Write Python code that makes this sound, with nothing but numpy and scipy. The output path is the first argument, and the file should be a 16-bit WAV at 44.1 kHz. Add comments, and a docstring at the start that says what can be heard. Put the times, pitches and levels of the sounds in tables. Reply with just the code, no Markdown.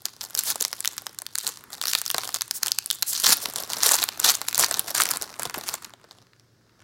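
"""A sharp snap of foil, then crinkling: a card pack is picked at, torn open in four rips and peeled off
the cards, close to one microphone at a desk in a small room. Creases in the stiff film buckle with a
crack while the sheet around them flexes with a lower pock; tearing is a dense run of tiny snaps.
Fingers rub the film and bump the cards. Behind them, the room's short echo and a faint hum."""
import sys
import numpy as np
from scipy import signal
from scipy.fft import rfft, irfft
from scipy.io import wavfile
from scipy.ndimage import uniform_filter1d

SR = 44100
rng = np.random.default_rng(int(sys.argv[2]) if len(sys.argv) > 2 else 0)


def log_audio(samples):
    """Write samples as a 16-bit WAV file to the path given in sys.argv[1]."""
    # one column per channel
    frames = np.atleast_2d(samples).T
    # limit to full scale, then quantise
    limited = np.clip(frames, -1, 1)
    pcm = np.round(limited * 32767).astype(np.int16)
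    wavfile.write(sys.argv[1], SR, pcm)


N = 301502
TIME = np.arange(N) / SR
AGE = TIME[:1024]   # seconds since the start of one snap
SNAP_S, CUTOFF_HZ = .005, 16000


def from_db(db):
    """Decibels to gain."""
    return 10 ** (np.asarray(db) / 20)


def unit_rms(x):
    """Scale to rms 1."""
    return x / np.sqrt(np.mean(x ** 2) + 1e-20)


def unit_snap(x):
    """Scale a short sound to the energy of rms 1 held for SNAP_S."""
    return x * np.sqrt(SNAP_S * SR / (np.sum(x ** 2) + 1e-20))


def evened(x, span_s):
    """Hold the running rms near 1, keeping the fine grain."""
    width = int(span_s * SR) + 1
    power = uniform_filter1d(uniform_filter1d(x ** 2, width), width)
    return x / np.sqrt(np.abs(power) + 1e-4 * np.mean(x ** 2))


def response(colour, size=4096):
    """Causal impulse response with the spectrum given as f/Hz, gain/dB."""
    hz, db = np.transpose(colour)
    grid_hz = np.maximum(np.arange(size // 2 + 1) * SR / size, 1)
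    gain = from_db(np.interp(np.log(grid_hz), np.log(hz), db))
    cepstrum = irfft(np.log(gain))
    cepstrum[1:size // 2] *= 2
    cepstrum[size // 2 + 1:] = 0
    return irfft(np.exp(rfft(cepstrum)))[:size // 2]


def through(x, impulse):
    """Pass a sound through an impulse response."""
    return signal.oaconvolve(x, impulse)[:len(x)]


def noise(colour):
    """Coloured noise of rms 1."""
    return unit_rms(through(rng.standard_normal(N), response(colour)))


def stroke(start, end):
    """A movement that swells and lets go, 0-1."""
    return np.sin(np.pi * np.clip((TIME - start) / max(end - start, 1e-3), 0, 1)) ** 2


# still air all around the microphone: f/Hz, relative level/dB
AIR_COLOUR = [(25, -17.5), (60, -10.5), (110, 2.5), (200, -5), (400, -6.5), (900, -18.5), (1700, -15),
              (2500, -26), (5000, -17.5), (9000, -30.5), (16000, -33)]
def room_tone(air_db=-63, hum_hz=115, hum_db=-68):
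    """The bed of the small room: still air and a faint, steady hum."""
    hum = unit_rms(np.sin(2 * np.pi * hum_hz * TIME))
    return from_db(air_db) * noise(AIR_COLOUR) + from_db(hum_db) * hum


# first bounces off the desk and the shelf, before ECHO_COLOUR: delay/s, level/dB
NEAR_ECHOES = [(.0029, -21), (.0097, -30)]
# colour of all that the room sends back: f/Hz, gain/dB
ECHO_COLOUR = [(100, -5.5), (1400, -4.5), (2600, 2), (5200, -6), (16000, -10.5)]
def room_echo(x, tail_db=-15.5, t60_s=.46, onset_s=.0091):
    """Two near reflections and the soft tail of the walls reach the microphone after the direct sound."""
    age = TIME[:SR // 2]
    tail = rng.standard_normal(len(age)) * from_db(-60 * age / t60_s) * (age > onset_s)
    echo = from_db(tail_db) * tail / np.sqrt(np.sum(tail ** 2))
    for delay_s, db in NEAR_ECHOES:
        echo[int(delay_s * SR)] += from_db(db)
    return through(x, through(echo, response(ECHO_COLOUR)))


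# the pack bumping in the hand, close up: f/Hz, relative level/dB
BUMP_COLOUR = [(25, -20), (65, -1), (130, 0.5), (270, 1.5), (400, 1), (900, -30)]
# fingers knocking the stack of cards: t/s, level/dB, f/Hz
FINGER_KNOCKS = [(.557, -38.5, 405), (.611, -37, 335), (2.147, -35, 198), (3.291, -29, 310),
                 (3.483, -37.5, 300), (4.603, -50, 65), (5.466, -37, 80), (5.572, -30.5, 269),
                 (5.869, -46, 220)]
def pack_bumps(bump_db):
    """The handled pack rumbles, and soft fingertips set it thudding for a cycle or two."""
    rumble = from_db(bump_db) * noise(BUMP_COLOUR)
    fade = np.cos(np.pi / 2 * AGE / AGE[-1])
    knocks = np.zeros(N + len(AGE))
    for start, db, hz in FINGER_KNOCKS:
        at = int(start * SR)
        knocks[at:at + len(AGE)] += from_db(db) * flex(hz) * fade
    return rumble + knocks[:N]


# skin and cards sliding on the film: f/Hz, relative level/dB
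RUB_COLOUR = [(500, -36.5), (1400, 1.5), (2400, -3), (4300, 3.5), (10000, 1.5), (16000, -10.5)]
# the sheet flexing between the hands: f/Hz, relative level/dB
SHEET_COLOUR = [(120, -25.5), (300, -2.5), (480, -8), (650, -14.5), (880, 5), (1400, 5.5), (2000, -1),
                (2700, -14.5), (6000, -70.5)]
def rubbing(crackle_db, sheet_db):
    """Fingers and cards slide on the film with a smooth hiss and stir the whole sheet."""
    return from_db(crackle_db) * noise(RUB_COLOUR) + from_db(sheet_db) * noise(SHEET_COLOUR)


# the seam peels or the film slides: start/s, end/s, level/dB
FILM_SLIDES = [(0.444, 0.534, -25), (2.24, 2.255, -32), (2.534, 2.592, -28.5), (3.06, 3.131, -22.5),
               (3.408, 3.45, -29.5)]
# their fine rasp at close range: f/Hz, relative level/dB
RASP_COLOUR = [(2500, -21.5), (5500, -2), (9800, 2), (16000, -3)]
def rasps():
    """Short, bright zips of peeling seam and sliding film."""
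    envelope = sum(from_db(db) * np.sqrt(stroke(start, end)) for start, end, db in FILM_SLIDES)
    return envelope * noise(RASP_COLOUR)


def pull_power(pulls, attack_s, release_s):
    """Each pull builds, holds and lets go; gives the summed power of each level column over time."""
    power = 0
    for start, end, *levels_db in pulls:
        outside = np.maximum(start - TIME, 0) / attack_s + np.maximum(TIME - end, 0) / release_s
        power = power + np.outer(from_db(levels_db) ** 2, np.exp(-2 * np.minimum(outside, 20)))
    return power


# the wrapper stirring under the resting grip: t/s, crackle/dB, sheet flex/dB
RESTING_GRIP = [(0, -54, -60.5), (.17, -53.5, -59.5), (.4, -41, -46.5), (.7, -46, -56), (1.0, -45.5, -52),
                (1.28, -61, -61.5), (1.42, -35.5, -62.5), (1.66, -53, -49.5), (2.05, -40, -54.5),
                (2.55, -49, -56), (2.99, -48, -60.5), (3.38, -38.5, -45), (4.149, -46, -47),
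                (5.72, -48.5, -46.5), (6.0, -62.5, -60), (6.14, -51.5, -59), (6.52, -83, -78),
                (6.83, -58, -58)]
# fingers squeeze or fold the wrapper: start/s, end/s, crackle/dB, sheet flex/dB
SQUEEZES = [(.051, .066, -41, -45), (.21, .24, -35, -46.5), (.378, .394, -28, -60), (.405, .46, -34, -64),
            (.468, .515, -29.5, -40), (.6, .655, -37.5, -48.5), (1.44, 1.495, -36.5, -42),
            (1.722, 1.735, -35.5, -44), (1.815, 1.875, -36, -54), (1.882, 1.9, -25.5, -49),
            (1.905, 2.0, -32.5, -52), (2.145, 2.295, -38, -45), (2.343, 2.35, -29.5, -41.5),
            (2.62, 2.69, -39, -43.5), (2.925, 2.96, -38.5, -56.5), (3.125, 3.225, -28, -48),
            (3.238, 3.268, -19.5, -34.5), (3.44, 3.482, -37.5, -43), (3.555, 3.625, -33.5, -41),
            (3.69, 3.82, -35, -40), (3.982, 4.035, -28.5, -36.5), (4.195, 4.215, -31.5, -37.5),
            (4.31, 4.345, -28.5, -42.5), (4.472, 4.488, -34, -61.5), (4.555, 4.59, -31.5, -60),
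            (4.68, 4.8, -35, -39.5), (4.875, 4.905, -31.5, -37.5), (4.947, 5.022, -25.5, -32),
            (5.06, 5.165, -34.5, -37.5), (5.205, 5.24, -37, -42), (5.395, 5.462, -35, -36),
            (5.542, 5.595, -37.5, -38.5), (5.61, 5.66, -41.5, -50), (5.665, 5.745, -35, -40),
            (5.82, 5.87, -44, -47)]
# the film rips in front of the microphone: start/s, end/s, crackle/dB, sheet flex/dB, pack jolt/dB
FILM_RIPS = [(3.278, 3.33, -16, -28.5, -43), (3.83, 3.952, -19, -30, -56), (4.248, 4.305, -17, -26.5, -47),
             (4.592, 4.642, -19, -29.5, -41)]
def handling():
    """Grip, squeezes and rips add up to the levels (dB) that drive crackle, sheet flex and pack bumps."""
    times, *columns = np.transpose(RESTING_GRIP)
    grip = from_db([np.interp(TIME, times, column) for column in columns]) ** 2
    crackle, sheet = grip + pull_power(SQUEEZES, attack_s=.0032, release_s=.018)
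    sheet_db = 10 * np.log10(sheet)
    bump = from_db(-52.5 + .76 * (sheet_db + 39.5)) ** 2   # the pack bumps as the sheet flexes
    rips = pull_power(FILM_RIPS, attack_s=.012, release_s=.015)
    return 10 * np.log10(np.array([crackle, sheet, bump]) + rips)


def flex(hz, cycles=.92, glide=.52, scatter=.94):
    """Bending waves arrive high notes first: a falling pock of a few cycles, then scattered returns."""
    turns = AGE * hz / cycles
    phase = 2 * np.pi * np.cumsum(hz * (2 / (1 + turns)) ** glide) / SR
    pock = np.sin(phase + rng.uniform(0, 2 * np.pi)) * turns * np.exp(-1.3 * turns)
    pock = np.diff(pock, prepend=0)   # an open sheet radiates no bass
    band = signal.butter(2, [hz / 2, hz * 2.04], "band", fs=SR, output="sos")
    returns = signal.sosfilt(band, rng.standard_normal(len(AGE)) * np.exp(-turns / 4.6))
    return unit_snap(unit_snap(pock) + scatter * unit_snap(returns))


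# a crack in the film, heard close: f/Hz, relative level/dB
FILM_COLOUR = [(50, -63.5), (300, -29), (1000, -12), (1500, -1.5), (2100, -11), (2600, -5), (3200, -2.5),
               (4100, 1.5), (5500, 0.5), (9500, 1.5), (15500, 1)]
def crack(ring_hz, burst_s=.0003, travel_s=.000678, flutter_s=.0028, flutter_db=-15, ring_gain=2.86):
    """A crease flips: the direct wave sweeps quickly down, scattered ones follow and ring the facet."""
    sweep = 1 + AGE / travel_s   # bending waves travel as the root of their frequency
    direct = np.sin(2 * np.pi * np.cumsum(CUTOFF_HZ / sweep ** 2) / SR) / sweep ** 2
    flip = AGE / burst_s
    envelope = flip * np.exp(1 - flip) + from_db(flutter_db) * np.exp(-AGE / flutter_s)
    scattered = envelope * rng.choice([-1, 1], len(AGE))
    burst = through(.5 * unit_snap(direct) + unit_snap(scattered), response(FILM_COLOUR, size=1024))
    facet = signal.iirpeak(ring_hz, Q=2.15, fs=SR)
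    return unit_snap(burst + ring_gain * signal.lfilter(*facet, burst))


def crinkle(crackle_db, sheet_db, rip_per_s=1600, rip_db=-18, crowding=.72,
            spread_db=6, jerk_db=4, jerks_per_s=110, dwell_s=.025, facets=24):
    """Countless tiny snaps on facets of all sizes; the harder the pull, the closer they come."""
    sliding = np.clip(sum(stroke(start, end) for start, end, _ in FILM_SLIDES), 0, 1)
    per_s = rip_per_s * (from_db(crowding * (crackle_db - rip_db)) + 2 * sliding)
    born = rng.random(N) < per_s / SR
    # sliding gives small, even slips; buckling and tearing go in jerks, with snaps of very uneven size
    size_db = spread_db * np.minimum(rng.exponential(1, N), 3)
    size_db += jerk_db * np.interp(TIME * jerks_per_s, np.arange(N), rng.standard_normal(N))
    kicks = born * from_db(size_db * (1 - sliding)) * rng.choice([-1, 1], N)
    # the strain dwells on a few facets, then moves on
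    spot = rng.integers(0, facets, N)[(TIME / dwell_s).astype(int)]
    facet = (spot + rng.integers(0, 3, N)) % facets
    ring_hz = rng.permutation(np.geomspace(3300, 12500, facets))
    flex_hz = rng.permutation(np.geomspace(560, 1850, facets))
    cracks = sum(through(kicks * (facet == k), crack(ring_hz[k])) for k in range(facets))
    pocks = sum(through(kicks * (facet == k), flex(flex_hz[k])) for k in range(facets))
    return from_db(crackle_db + 2.5) * evened(cracks, .041) + from_db(sheet_db - .5) * evened(pocks, .03)


# how much of the rustle is smooth rubbing: crackle/dB, share of the power/0-1
RUB_SHARE = [(-59.5, 0.2), (-33.5, 0.13)]
def rustle(crackle_db, sheet_db):
    """The film crinkles and rubs together; a light touch has more rubbing in it than a hard pull."""
    share = np.interp(crackle_db, *np.transpose(RUB_SHARE))
    grain = np.sqrt(1 - share) * crinkle(crackle_db, sheet_db)
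    return grain + np.sqrt(share) * rubbing(crackle_db, sheet_db)


# single creases buckling close to the microphone: t/s, crack/dB, facet ring/Hz, flex/dB, flex/Hz
CREASE_SNAPS = [(.055, -17.5, 5150, -38.5, 920), (.3505, -18.5, 6300, -49, 1600),
                (.375, -22, 10700, -55, 1406), (0.3908, -13, 7400, -42.5, 1130),
                (0.5028, -17.5, 12800, -38, 1520), (0.5575, -25, 6300, -30.5, 780),
                (0.6091, -17, 7260, -39, 705), (0.6213, -21, 14000, -45, 820),
                (0.6249, -17, 7600, -51, 840), (.6499, -16.5, 4770, -29, 1390),
                (.681, -31, 8000, -53, 1300), (0.7293, -23, 4900, -31.5, 980),
                (.8053, -22, 9500, -41, 1750), (0.8478, -24, 2380, -28, 1870),
                (0.8565, -19, 2360, -42, 1565), (0.8757, -15, 4185, -37, 1590), (.98, -24, 5250, -38, 1340),
                (1.0671, -24.5, 5300, -30.5, 1145), (1.1876, -24.5, 5670, -47, 1260),
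                (1.2193, -28.5, 9200, -40, 990), (1.2652, -26.5, 3630, -45, 1604),
                (1.3545, -19.5, 3600, -34.5, 1750), (1.3792, -29, 6700, -46, 1080),
                (1.385, -18, 9200, -44, 1200), (1.4677, -19, 3530, -58, 900),
                (1.476, -19.5, 7700, -39, 1050), (1.8144, -20.5, 4170, -35.5, 1450),
                (1.8379, -25, 4590, -29, 1300), (1.855, -22.5, 4430, -32, 1200),
                (1.8703, -22, 5030, -36, 1540), (1.914, -27, 3400, -45, 1450),
                (1.9337, -16, 4500, -28, 1520), (1.9508, -11.5, 3500, -23, 1394),
                (2.0158, -22, 10600, -34, 1260), (2.0624, -21, 5150, -40, 1480),
                (2.079, -26, 4800, -51, 1590), (2.102, -18.5, 4400, -30, 1390),
                (2.113, -20, 10200, -39, 1540), (2.1452, -19.5, 3640, -23, 830),
                (2.182, -18, 4000, -23.5, 820), (2.2343, -30.5, 4070, -32, 1200),
                (2.2911, -29, 4300, -32, 1080), (2.3434, -17.5, 7500, -33.5, 1395),
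                (2.361, -25.5, 4420, -32, 1150), (2.4097, -22.5, 3970, -38, 1210),
                (2.4189, -17.5, 6750, -32.5, 1330), (2.5106, -16, 6900, -38, 1250),
                (2.632, -13, 3900, -33, 1330), (2.6612, -21, 4700, -42.5, 1350),
                (2.6694, -20.5, 4200, -32, 1200), (2.682, -20, 4040, -45.5, 1210),
                (2.7184, -12.5, 5070, -40, 1070), (2.7865, -14, 4600, -36.5, 1360),
                (2.86, -22.5, 8360, -67, 1330), (2.9025, -17.5, 3620, -37, 1420),
                (2.911, -14.5, 3800, -52, 1410), (3.0242, -15, 3900, -47, 1400),
                (3.0281, -15, 3600, -30, 1220), (3.1333, -27, 9000, -42.5, 1020),
                (3.247, -20.5, 5200, -25.5, 1500), (3.2673, -11, 4100, -23.5, 1340),
                (3.3228, -14, 4700, -35, 1430), (3.3697, -23, 14000, -60, 1120),
                (3.457, -20.5, 2450, -29.5, 1100), (3.5593, -20.5, 6000, -38, 960),
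                (3.7335, -19, 2400, -44, 1240), (3.8329, -9.5, 6600, -24, 1116),
                (3.8909, -13, 7040, -23, 1300), (3.9127, -19, 5900, -24, 880),
                (3.9412, -12.5, 7060, -25, 910), (3.987, -23, 4170, -32.5, 1320),
                (4.0284, -16.5, 3770, -40.5, 1500), (4.0388, -14, 11550, -29, 1400),
                (4.0885, -19.5, 3570, -31, 1100), (4.1999, -16, 8300, -44.5, 940),
                (4.2445, -16, 6700, -31.5, 818), (4.3522, -20, 6400, -38.5, 1460),
                (4.4155, -23, 6000, -29.5, 900), (4.4849, -16, 5950, -31, 1140),
                (4.5285, -26, 2344, -36, 1640), (4.546, -17, 7150, -39, 990),
                (4.5789, -14, 10500, -27, 1070), (4.6373, -21, 7000, -17.5, 1270),
                (4.7114, -17, 7250, -26.5, 895), (4.7419, -19, 5100, -37.5, 1100),
                (4.794, -11, 10500, -42, 1240), (4.95, -18.5, 7000, -32, 1170),
                (5.0014, -17.5, 2360, -17, 1370), (5.0078, -13, 8400, -25.5, 1190),
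                (5.0194, -14.5, 4600, -26, 1250), (5.0355, -17.5, 9300, -37, 1180),
                (5.055, -19.5, 5900, -24.5, 1590), (5.0892, -21, 2390, -44, 1040),
                (5.1099, -16.5, 10100, -32, 1110), (5.1141, -18, 6070, -30, 1210),
                (5.171, -22, 8800, -36, 1420), (5.2223, -22.5, 8900, -42, 1240),
                (5.4322, -22, 8950, -35, 1200), (5.4973, -31, 4650, -33.5, 1300),
                (5.5464, -47, 5250, -27, 1330), (5.6889, -22.5, 4130, -33, 770),
                (5.7413, -24, 6150, -30, 1010), (5.8457, -31, 5300, -56, 1180),
                (5.937, -37, 3480, -43.5, 724), (6.0417, -47, 4400, -46.5, 653),
                (6.1105, -36, 3600, -47, 975), (6.3334, -53, 3880, -54, 1680),
                (6.397, -46, 5430, -64, 1027)]
def snaps():
    """Each buckling crease gives a crack and a flex of the sheet."""
    out = np.zeros(N + len(AGE))
    for start, crack_db, ring_hz, flex_db, flex_hz in CREASE_SNAPS:
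        at = int(start * SR)
        out[at:at + len(AGE)] += from_db(crack_db) * crack(ring_hz) + from_db(flex_db) * flex(flex_hz)
    return out[:N]


# the wrapper is put aside at the end: t/s, share of dulled sound/0-1
SCREENING = [(5.45, 0.26), (5.76, 0.15), (5.95, 0.9)]
def put_aside(x, screen_hz=5500):
    """The hands come between foil and microphone and screen the treble."""
    share = np.interp(TIME, *np.transpose(SCREENING))
    dull = signal.sosfiltfilt(signal.butter(1, screen_hz, fs=SR, output="sos"), x)
    return x + share * (dull - x)


def scene():
    """From the desk, in mono: wrapper and pack up close, the wrapper's echo and the room tone behind."""
    crackle_db, sheet_db, bump_db = handling()
    wrapper = put_aside(rustle(crackle_db, sheet_db) + snaps() + rasps())
    return (wrapper + pack_bumps(bump_db) + room_tone() + room_echo(wrapper))[None]


def record(dry, ceiling=.9):
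    """The microphone chain rounds the tallest peaks and cuts the top of the treble."""
    lowpass = signal.ellip(10, .1, 80, CUTOFF_HZ, fs=SR, output="sos")
    return signal.sosfilt(lowpass, ceiling * np.tanh(dry / ceiling))


dry = scene()
out = record(dry)
log_audio(out)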